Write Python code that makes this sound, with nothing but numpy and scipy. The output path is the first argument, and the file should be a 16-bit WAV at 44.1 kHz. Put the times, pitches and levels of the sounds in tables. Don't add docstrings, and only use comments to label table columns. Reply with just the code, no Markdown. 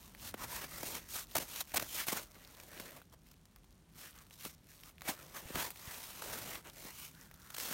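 import sys
import numpy as np
from scipy import signal
from scipy.fft import rfft, irfft, next_fast_len
from scipy.io import wavfile

SR = 44100
rng = np.random.default_rng(int(sys.argv[2]) if len(sys.argv) > 2 else 0)


def log_audio(samples):
    frames = np.atleast_2d(samples).T
    limited = np.clip(frames, -1, 1)
    pcm = np.round(limited * 32767).astype(np.int16)
    wavfile.write(sys.argv[1], SR, pcm)


N = 340893
TIME = np.arange(N) / SR

# frequency in Hz, gain in dB.
BLADE_SPECTRUM = [(1300, -29.5), (2200, -2), (3000, -2.5), (6000, 1), (9000, 0), (14000, -2.5),
                  (17000, -6.5)]
SHEET_SPECTRUM = [(450, -27.5), (700, -5), (950, 2), (1400, 2), (2000, 1.5), (2700, -1.5), (4000, -18.5),
                  (8000, -62.5)]
ROLL_SPECTRUM = [(40, -5), (110, 1.5), (200, 0), (320, 3.5), (450, 2), (580, 4.5), (760, -3.5), (1100, -24),
                 (3000, -58)]


def drag(blades_db=0.5, clump_db=1.66, brisk_db=-48):
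    hiss_db, pressure, contact_hz, ring_gain = stroke_motion()
    sheet_db = hiss_db - 9.5 + 9.5 * pressure
    roll_db = hiss_db - 19.5 + 22 * pressure
    speed = np.clip(from_db(hiss_db - brisk_db), 0.08, 1.5)
    catches = rms_one(grains(12000 * speed ** 1.3, spread_db=1.7) / speed ** 0.65)
    sliding = rng.standard_normal(N)
    clumps = from_db(clump_db * drift(per_s=170))
    crisp = contact_modes((catches + 0.75 * sliding) * clumps, share=0.7, width_hz=130)
    soft = rms_one(0.55 * catches + sliding) * clumps
    patch_ring = gliding_resonance(soft, contact_hz, relative_width=0.14) / np.sqrt(contact_hz)
    sheet_modes = contact_modes(soft, share=0.94, width_hz=330)
    blades = from_db(hiss_db + blades_db) * rms_one(colour(crisp, BLADE_SPECTRUM))
    sheet = from_db(sheet_db) * rms_one(colour(sheet_modes, SHEET_SPECTRUM))
    roll = from_db(roll_db) * rms_one(colour(soft, ROLL_SPECTRUM))
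    return blades + sheet + roll + ring_gain * rms_one(patch_ring) + lone_flicks(hiss_db)


# time of top speed in seconds, hiss level in dB, rise in seconds, fall in
# seconds, pressure from 0 to 1, ring of the touching patch in Hz, ring level in dB against the hiss.
WAND_STROKES = [(.01, -60, 0.055, 0.12, 0.27, 1070, -14), (.275, -46, 0.06, 0.031, 0.2, 1010, -26),
                (0.441, -48.5, 0.048, .03, 0.64, 1010, -7.5), (0.548, -44, .06, 0.066, 0.4, 980, -13.5),
                (0.639, -48, 0.038, 0.026, 0.7, 1930, -19), (0.781, -49, 0.1, .07, 0.48, 1900, -7),
                (0.868, -43, 0.04, 0.053, 0.48, 2880, -13), (.95, -45.5, 0.053, 0.051, 0.53, 2020, -33),
                (1.04, -61, .04, 0.057, .4, 1330, -20), (1.105, -48.5, 0.012, 0.037, 0, 1330, -27),
                (1.17, -42, 0.052, 0.054, 0.1, 1280, -23), (1.34, -54, 0.05, 0.011, 0.37, 1400, -29),
                (1.412, -43, 0.016, 0.034, 0.65, 890, -22), (1.596, -45.5, 0.11, 0.028, 0.26, 3750, -23),
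                (1.72, -57.5, .07, 0.044, 0.3, 3600, -22), (1.825, -48.5, 0.034, .04, 0.81, 620, -13),
                (1.99, -39.5, 0.083, 0.049, 0.15, 3430, -13.5),
                (2.169, -45.5, 0.077, 0.062, 0.56, 1220, -40.5), (2.36, -65.5, 0.091, 0.052, 0.7, 930, -21),
                (2.62, -61, 0.29, 0.15, 0.7, 940, -21), (2.8, -56, 0.11, 0.15, 0.87, 533, -23),
                (2.96, -59.5, 0.086, 0.041, 1, 495, -6), (3.135, -62, .012, 0.013, .85, 1000, -4),
                (3.3, -69, 0.063, 0.044, 0.46, 5800, -15), (4.03, -52.5, 0.058, 0.069, 0.3, 1330, -28),
                (4.17, -64, 0.09, 0.098, 0.5, 1250, -12), (4.33, -60.5, .02, 0.033, 0, 5800, -20),
                (4.444, -52, 0.063, 0.071, 0, 5800, -18), (4.71, -63, 0.052, 0.13, 0.2, 3020, -20),
                (4.891, -57, 0.061, 0.02, 0.36, 2960, -18), (5.094, -45, 0.043, 0.044, 0.64, 915, -18),
                (5.21, -59.5, 0.068, 0.14, 0.8, 1200, -15), (5.374, -49.5, 0.04, 0.037, 0.56, 1230, -9),
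                (5.49, -55, 0.12, 0.075, 0.87, 605, -29), (5.601, -41, 0.057, .08, 0.55, 970, -12),
                (5.952, -49.5, 0.19, 0.31, 0.38, 990, -21), (6.321, -46.5, 0.13, 0.16, 0.72, 1380, -26),
                (6.531, -48, 0.14, 0.058, 0.67, 500, -38), (6.675, -57.5, 0.031, 0.039, .9, 3260, -11),
                (6.855, -51, 0.095, 0.068, 0.6, 3020, -22), (7.02, -50, 0.098, 0.072, .01, 3140, -13),
                (7.199, -61, 0.068, 0.092, 0.38, 1480, -8), (7.5, -59.5, .12, 0.12, 0.15, 1400, -6),
                (7.621, -42, 0.041, 0.1, 0.29, 1420, -28), (7.72, -41.5, .04, 0.046, 0.5, 1400, -13)]
PATCH_HZ = 1220


def stroke_motion(rest_db=-83, rest_pressure=0.53, rise_shape=1.7, fall_shape=2.2):
    rest_power = from_db(rest_db) ** 2
    power, ring_power = np.full(N, rest_power), np.zeros(N)
    pressure_sum = power * rest_pressure
    log_hz_sum = power * np.log(PATCH_HZ)
    for s, level_db, rise_s, fall_s, pressure, hz, ring_db in WAND_STROKES:
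        near = np.abs(TIME - s) < 3 * max(rise_s, fall_s)
        t = TIME[near] - s
        width_s = np.where(t < 0, rise_s, fall_s)
        shape = np.where(t < 0, rise_shape, fall_shape)
        bell = (from_db(level_db) * np.exp(-np.abs(t / width_s) ** shape)) ** 2
        power[near] += bell
        pressure_sum[near] += bell * pressure
        log_hz_sum[near] += bell * np.log(hz)
        ring_power[near] += bell * from_db(ring_db) ** 2
    return 10 * np.log10(power), pressure_sum / power, np.exp(log_hz_sum / power), np.sqrt(ring_power)


def contact_modes(x, share, width_hz, size=5200, count=5):
    out = x.copy()
    for i in range(0, N - size, size // 2):
        touch = x[i:i + size] * np.hanning(size)
        modes_hz = np.exp(rng.uniform(np.log(900), np.log(9000), count))
        add(out, i / SR, share * sum(resonance(touch, hz, width_hz + 0.0097 * hz) for hz in modes_hz))
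    return out


# frequency in Hz, gain in dB.
FLICK_SPECTRUM = [(500, -20), (1500, -5), (4000, 0), (15000, 0)]


def lone_flicks(hiss_db, flick_db=-45, follow=0.46, spread_db=6.5, still_db=-82, count=900, size=400):
    out, t = np.zeros(N), np.arange(size) / SR
    starts_s = rng.uniform(0, TIME[-1], count)
    strengths = rng.normal(0, 1, count)
    rings_hz = 2200 * 2 ** rng.uniform(0, 2.6, count)
    for s, strength, hz in zip(starts_s, strengths, rings_hz):
        now_db = hiss_db[int(s * SR)]
        level_db = flick_db + follow * (now_db + 48) + spread_db * min(strength, 1.8)
        level_db += min(0, now_db - still_db)
        tick = 0.4 * rng.standard_normal(size) * np.exp(-t / 0.0003)
        tick[0] = 1
        add(out, s, from_db(level_db) * (tick + 2.5 * resonance(tick, hz, width_hz=1500)))
    return colour(out, FLICK_SPECTRUM)


# centre in seconds, relative level in dB, half length in seconds,
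# ring of the buckling patch in Hz.
PAPER_JERKS = [(0.441, -45, 0.0072, 900), (.833, -39.5, 0.0022, 690), (.953, -38, 0.0015, 2370),
               (1.161, -40, 0.0065, 1340), (1.356, -30, 0.0029, 640), (1.369, -30.5, 0.0046, 1110),
               (1.383, -30, 0.0029, 2320), (1.561, -36.5, 0.0013, 3850), (1.61, -33, 0.0039, 3870),
               (1.746, -34, 0.0042, 676), (1.764, -31.5, 0.0041, 1090), (1.773, -27.5, 0.0043, 2360),
               (1.799, -35.5, 0.0021, 1500), (1.826, -37.5, 0.0026, 646), (2.077, -40, .003, 2600),
               (2.085, -31, 0.0025, 1290), (2.095, -37, 0.01, 2010), (2.128, -34, 0.0068, 1110),
               (2.172, -37, 0.0058, 1370), (2.803, -48, 0.0042, 900), (4.452, -38.5, 0.002, 1180),
               (4.463, -48, 0.0095, 1110), (5.092, -36.5, 0.01, 720), (7.505, -46, 0.002, 1330),
               (7.547, -42.5, 0.004, 4070), (7.567, -40, 0.0016, 1410), (7.584, -37, 0.0024, 2280),
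               (7.601, -35.5, .001, 4340)]
# frequency in Hz, gain in dB.
BRIGHT_CRUNCH_SPECTRUM = [(200, -22), (700, -3), (1200, -1), (2500, -1.5), (4500, 0), (9000, 0.5),
                          (16000, -4.5)]
LOW_CRUNCH_SPECTRUM = [(40, -11), (120, -0.5), (250, -0.5), (450, -2.5), (640, 1.5), (1100, -4.5),
                       (2200, -8.5), (6000, -22)]


def crunches(bright_db=-0.5, low_db=5, ring_db=2, skirt_db=-22, weight_db_per_octave=4, size=4400):
    bright, low = np.zeros(N), np.zeros(N)
    t = (np.arange(size) - size / 2) / SR
    for s, level_db, half_s, hz in PAPER_JERKS:
        offset = np.abs(t / half_s)
        swell = np.exp(-offset ** 2.28 / 2) + from_db(skirt_db) * np.exp(-offset / 2)
        buckles = from_db(level_db) * swell * grains(26000, spread_db=-2.5, size=size)
        overtones_hz = np.geomspace(1800, 9000, num=4) * rng.uniform(0.8, 1.25, 4)
        overtones = sum(resonance(buckles, f, width_hz=350) for f in overtones_hz)
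        ring = from_db(ring_db) * resonance(buckles, hz, width_hz=220 + 0.03 * hz)
        burst = buckles + ring + 0.3 * overtones
        add(bright, s + t[0], burst)
        add(low, s + t[0], burst * from_db(weight_db_per_octave * np.log2(PATCH_HZ / hz)))
    return (from_db(bright_db) * colour(bright, BRIGHT_CRUNCH_SPECTRUM)
            + from_db(low_db) * colour(low, LOW_CRUNCH_SPECTRUM))


# start in seconds, relative peak in dB, ring in Hz.
CREASE_SNAPS = [(0.074, -49, 9360), (0.149, -37.5, 2090), (0.341, -29, 1440), (1.614, -30, 11400),
                (1.719, -32, 2150), (1.779, -16.5, 2210), (1.798, -24, 2260), (2.069, -23.5, 11300),
                (2.355, -46, 1520), (2.6, -34, 4290), (2.733, -36, 1400), (2.799, -29, 1960),
                (3.017, -40, 1460), (3.265, -51, 2060), (3.315, -43, 5860), (3.455, -44, 6200),
                (3.561, -40.5, 1360), (3.643, -47.5, 5980), (4.309, -39, 2650), (4.835, -38, 3080),
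                (4.982, -41, 2580), (5.009, -36, 2640), (5.019, -31, 1260), (5.556, -21, 2730),
                (5.705, -28, 11600), (5.759, -37.5, 2240), (6.222, -27.5, 1370), (6.417, -33, 1410),
                (6.555, -27, 3000), (6.699, -37, 3240), (7.313, -38.5, 1720), (7.341, -41.5, 11300)]
# frequency in Hz, gain in dB.
SNAP_SPECTRUM = [(150, -13), (700, 7), (2000, 2.5), (4000, 1), (7000, -1.5), (16000, -2.5)]


def snaps(gain_db=-1, crack_s=0.00033, crack_db=-5, tail_s=0.0045, tail_db=-15, ring_db=5, size=1300):
    out, t = np.zeros(N), np.arange(size) / SR
    decay = from_db(crack_db) * np.exp(-t / crack_s) + from_db(tail_db) * np.exp(-t / tail_s)
    for s, peak_db, hz in CREASE_SNAPS:
        click = rng.standard_normal(size) * decay
        click[0] = 1
        pop = colour(click + from_db(ring_db) * resonance(click, hz, hz / 2), SNAP_SPECTRUM)
        add(out, s, from_db(peak_db + gain_db) * pop / np.abs(pop).max())
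    return out


# start in seconds, level in dB, first pitch in Hz.
TURF_PATS = [(.3415, -34, 1540), (.832, -39.5, 1000), (1.384, -36.5, 700), (1.781, -39, 800),
             (2.127, -31, 710), (2.365, -50.5, 720), (2.8, -43, 600), (4.4595, -39, 650), (5.089, -32, 576),
             (5.504, -38.5, 700), (5.557, -33, 1000), (5.569, -35.5, 450), (6.85, -44, 605),
             (7.711, -40.5, 450)]


def pats():
    return soft_blows(TURF_PATS, last_hz=170, swell_s=0.0023, rough=0.24, sink_swells=0.82)


# start in seconds, level in dB, first pitch in Hz.
HAND_KNOCKS = [(5.455, -41, 90), (5.546, -36, 170), (5.578, -41, 110), (5.875, -39, 165)]


def knocks():
    return soft_blows(HAND_KNOCKS, last_hz=50, swell_s=0.0031, rough=0.07, sink_swells=1.3)


def soft_blows(rows, last_hz, swell_s, rough, sink_swells, size=4400):
    out = np.zeros(N)
    age = np.arange(size) / SR / swell_s
    envelope = age * np.exp(1 - age)
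    for s, level_db, first_hz in rows:
        hz = last_hz + (first_hz - last_hz) * np.exp(-age / sink_swells)
        thud = np.sin(2 * np.pi * np.cumsum(hz) / SR)
        scuff = rms_one(resonance(rng.standard_normal(size), first_hz, first_hz))
        add(out, s, from_db(level_db) * envelope * (thud + rough * scuff))
    return out


# time in seconds, level in dB.
RUMBLE_LEVELS = [(0.0, -62.5), (0.3, -57), (1.85, -64.5), (3.01, -66), (5.38, -64), (5.96, -69),
                 (6.42, -57.5), (6.61, -63), (7.73, -63.5)]
# frequency in Hz, gain in dB.
RUMBLE_SPECTRUM = [(30, -28), (70, 2), (110, -1), (160, 0), (250, -4), (480, -14), (1000, -19),
                   (2000, -23.5), (4000, -26.5), (10000, -27), (16000, -48)]


def rumble():
    return gain_curve(RUMBLE_LEVELS) * rms_one(colour(rng.standard_normal(N), RUMBLE_SPECTRUM))


# time in seconds, level in dB.
MOTOR_LEVELS = [(0, -76), (5.4, -68.5), (5.8, -68), (6.8, -82), (7.1, -63), (7.73, -72)]


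def motor(hz=158, width_hz=40):
    band = resonance(rng.standard_normal(N), hz, width_hz)
    return gain_curve(MOTOR_LEVELS) * rms_one(resonance(band, hz, width_hz))


# frequency in Hz, gain in dB.
BREEZE_SPECTRUM = [(18, -32), (30, -7), (42, 9), (75, 2), (110, -1), (200, -19.5), (500, -47)]


def breeze(steady_db=-67, gust_db=7.5, fade_s=2.3):
    level_db = steady_db + gust_db * np.exp(-TIME / fade_s)
    return from_db(level_db) * rms_one(colour(rng.standard_normal(N), BREEZE_SPECTRUM))


def from_db(db):
    return 10 ** (np.asarray(db) / 20)


def rms_one(x):
    return x / np.sqrt(np.mean(x ** 2) + 1e-20)


def gain_curve(rows):
    return from_db(np.interp(TIME, *np.transpose(rows)))


def colour(x, points):
    size = 2 * next_fast_len(len(x) // 2 + SR // 20)
    hz, db = np.transpose(points)
    bins_hz = np.arange(size // 2 + 1) * SR / size
    shape_db = np.interp(np.log(bins_hz + 1), np.log(hz), db)
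    cepstrum = irfft(np.log(from_db(shape_db)))
    cepstrum[1:size // 2] *= 2
    cepstrum[size // 2 + 1:] = 0
    return irfft(rfft(x, size) * np.exp(rfft(cepstrum)))[:len(x)]


def resonator(hz, width_hz):
    r = np.exp(-np.pi * width_hz / SR)
    return np.array([1, 0, -1]) * (1 - r * r) / 2, [1, -2 * r * np.cos(2 * np.pi * hz / SR), r * r]


def resonance(x, hz, width_hz):
    return signal.lfilter(*resonator(hz, width_hz), x)


def gliding_resonance(x, hz, relative_width, size=256):
    out, state = np.zeros(N), np.zeros(2)
    for i in range(0, N, size):
        b, a = resonator(hz[i], hz[i] * relative_width)
        out[i:i + size], state = signal.lfilter(b, a, x[i:i + size], zi=state)
    return out


def drift(per_s):
    knots = rng.standard_normal(int(TIME[-1] * per_s) + 2)
    return rms_one(np.interp(TIME * per_s, np.arange(len(knots)), knots))


def grains(per_s, spread_db, size=N):
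    strength = from_db(spread_db * np.minimum(rng.exponential(1, size), 4.5))
    return rms_one(strength * rng.standard_normal(size) * (rng.random(size) < per_s / SR))


def add(out, s, sound):
    start = max(0, int(s * SR))
    part = out[start:start + len(sound)]
    part += sound[:len(part)]


def scene():
    return (drag() + crunches() + snaps() + pats() + knocks() + rumble() + motor() + breeze())[None]


# frequency in Hz, gain in dB.
PORT_RESPONSE = [(22, -6), (38, -2.5), (4200, 0), (4900, -2.5), (5500, -1), (6800, -1.5), (7600, -3.5),
                 (9000, -0.5), (10400, -3), (11800, 1.5), (15000, 3)]
CUTOFF_HZ = 15900


def record(dry):
    low_pass = signal.ellip(12, 0.2, 80, CUTOFF_HZ, fs=SR, output="sos")
    return signal.sosfilt(low_pass, colour(dry[0], PORT_RESPONSE))[None]


dry = scene()
out = record(dry)
log_audio(out)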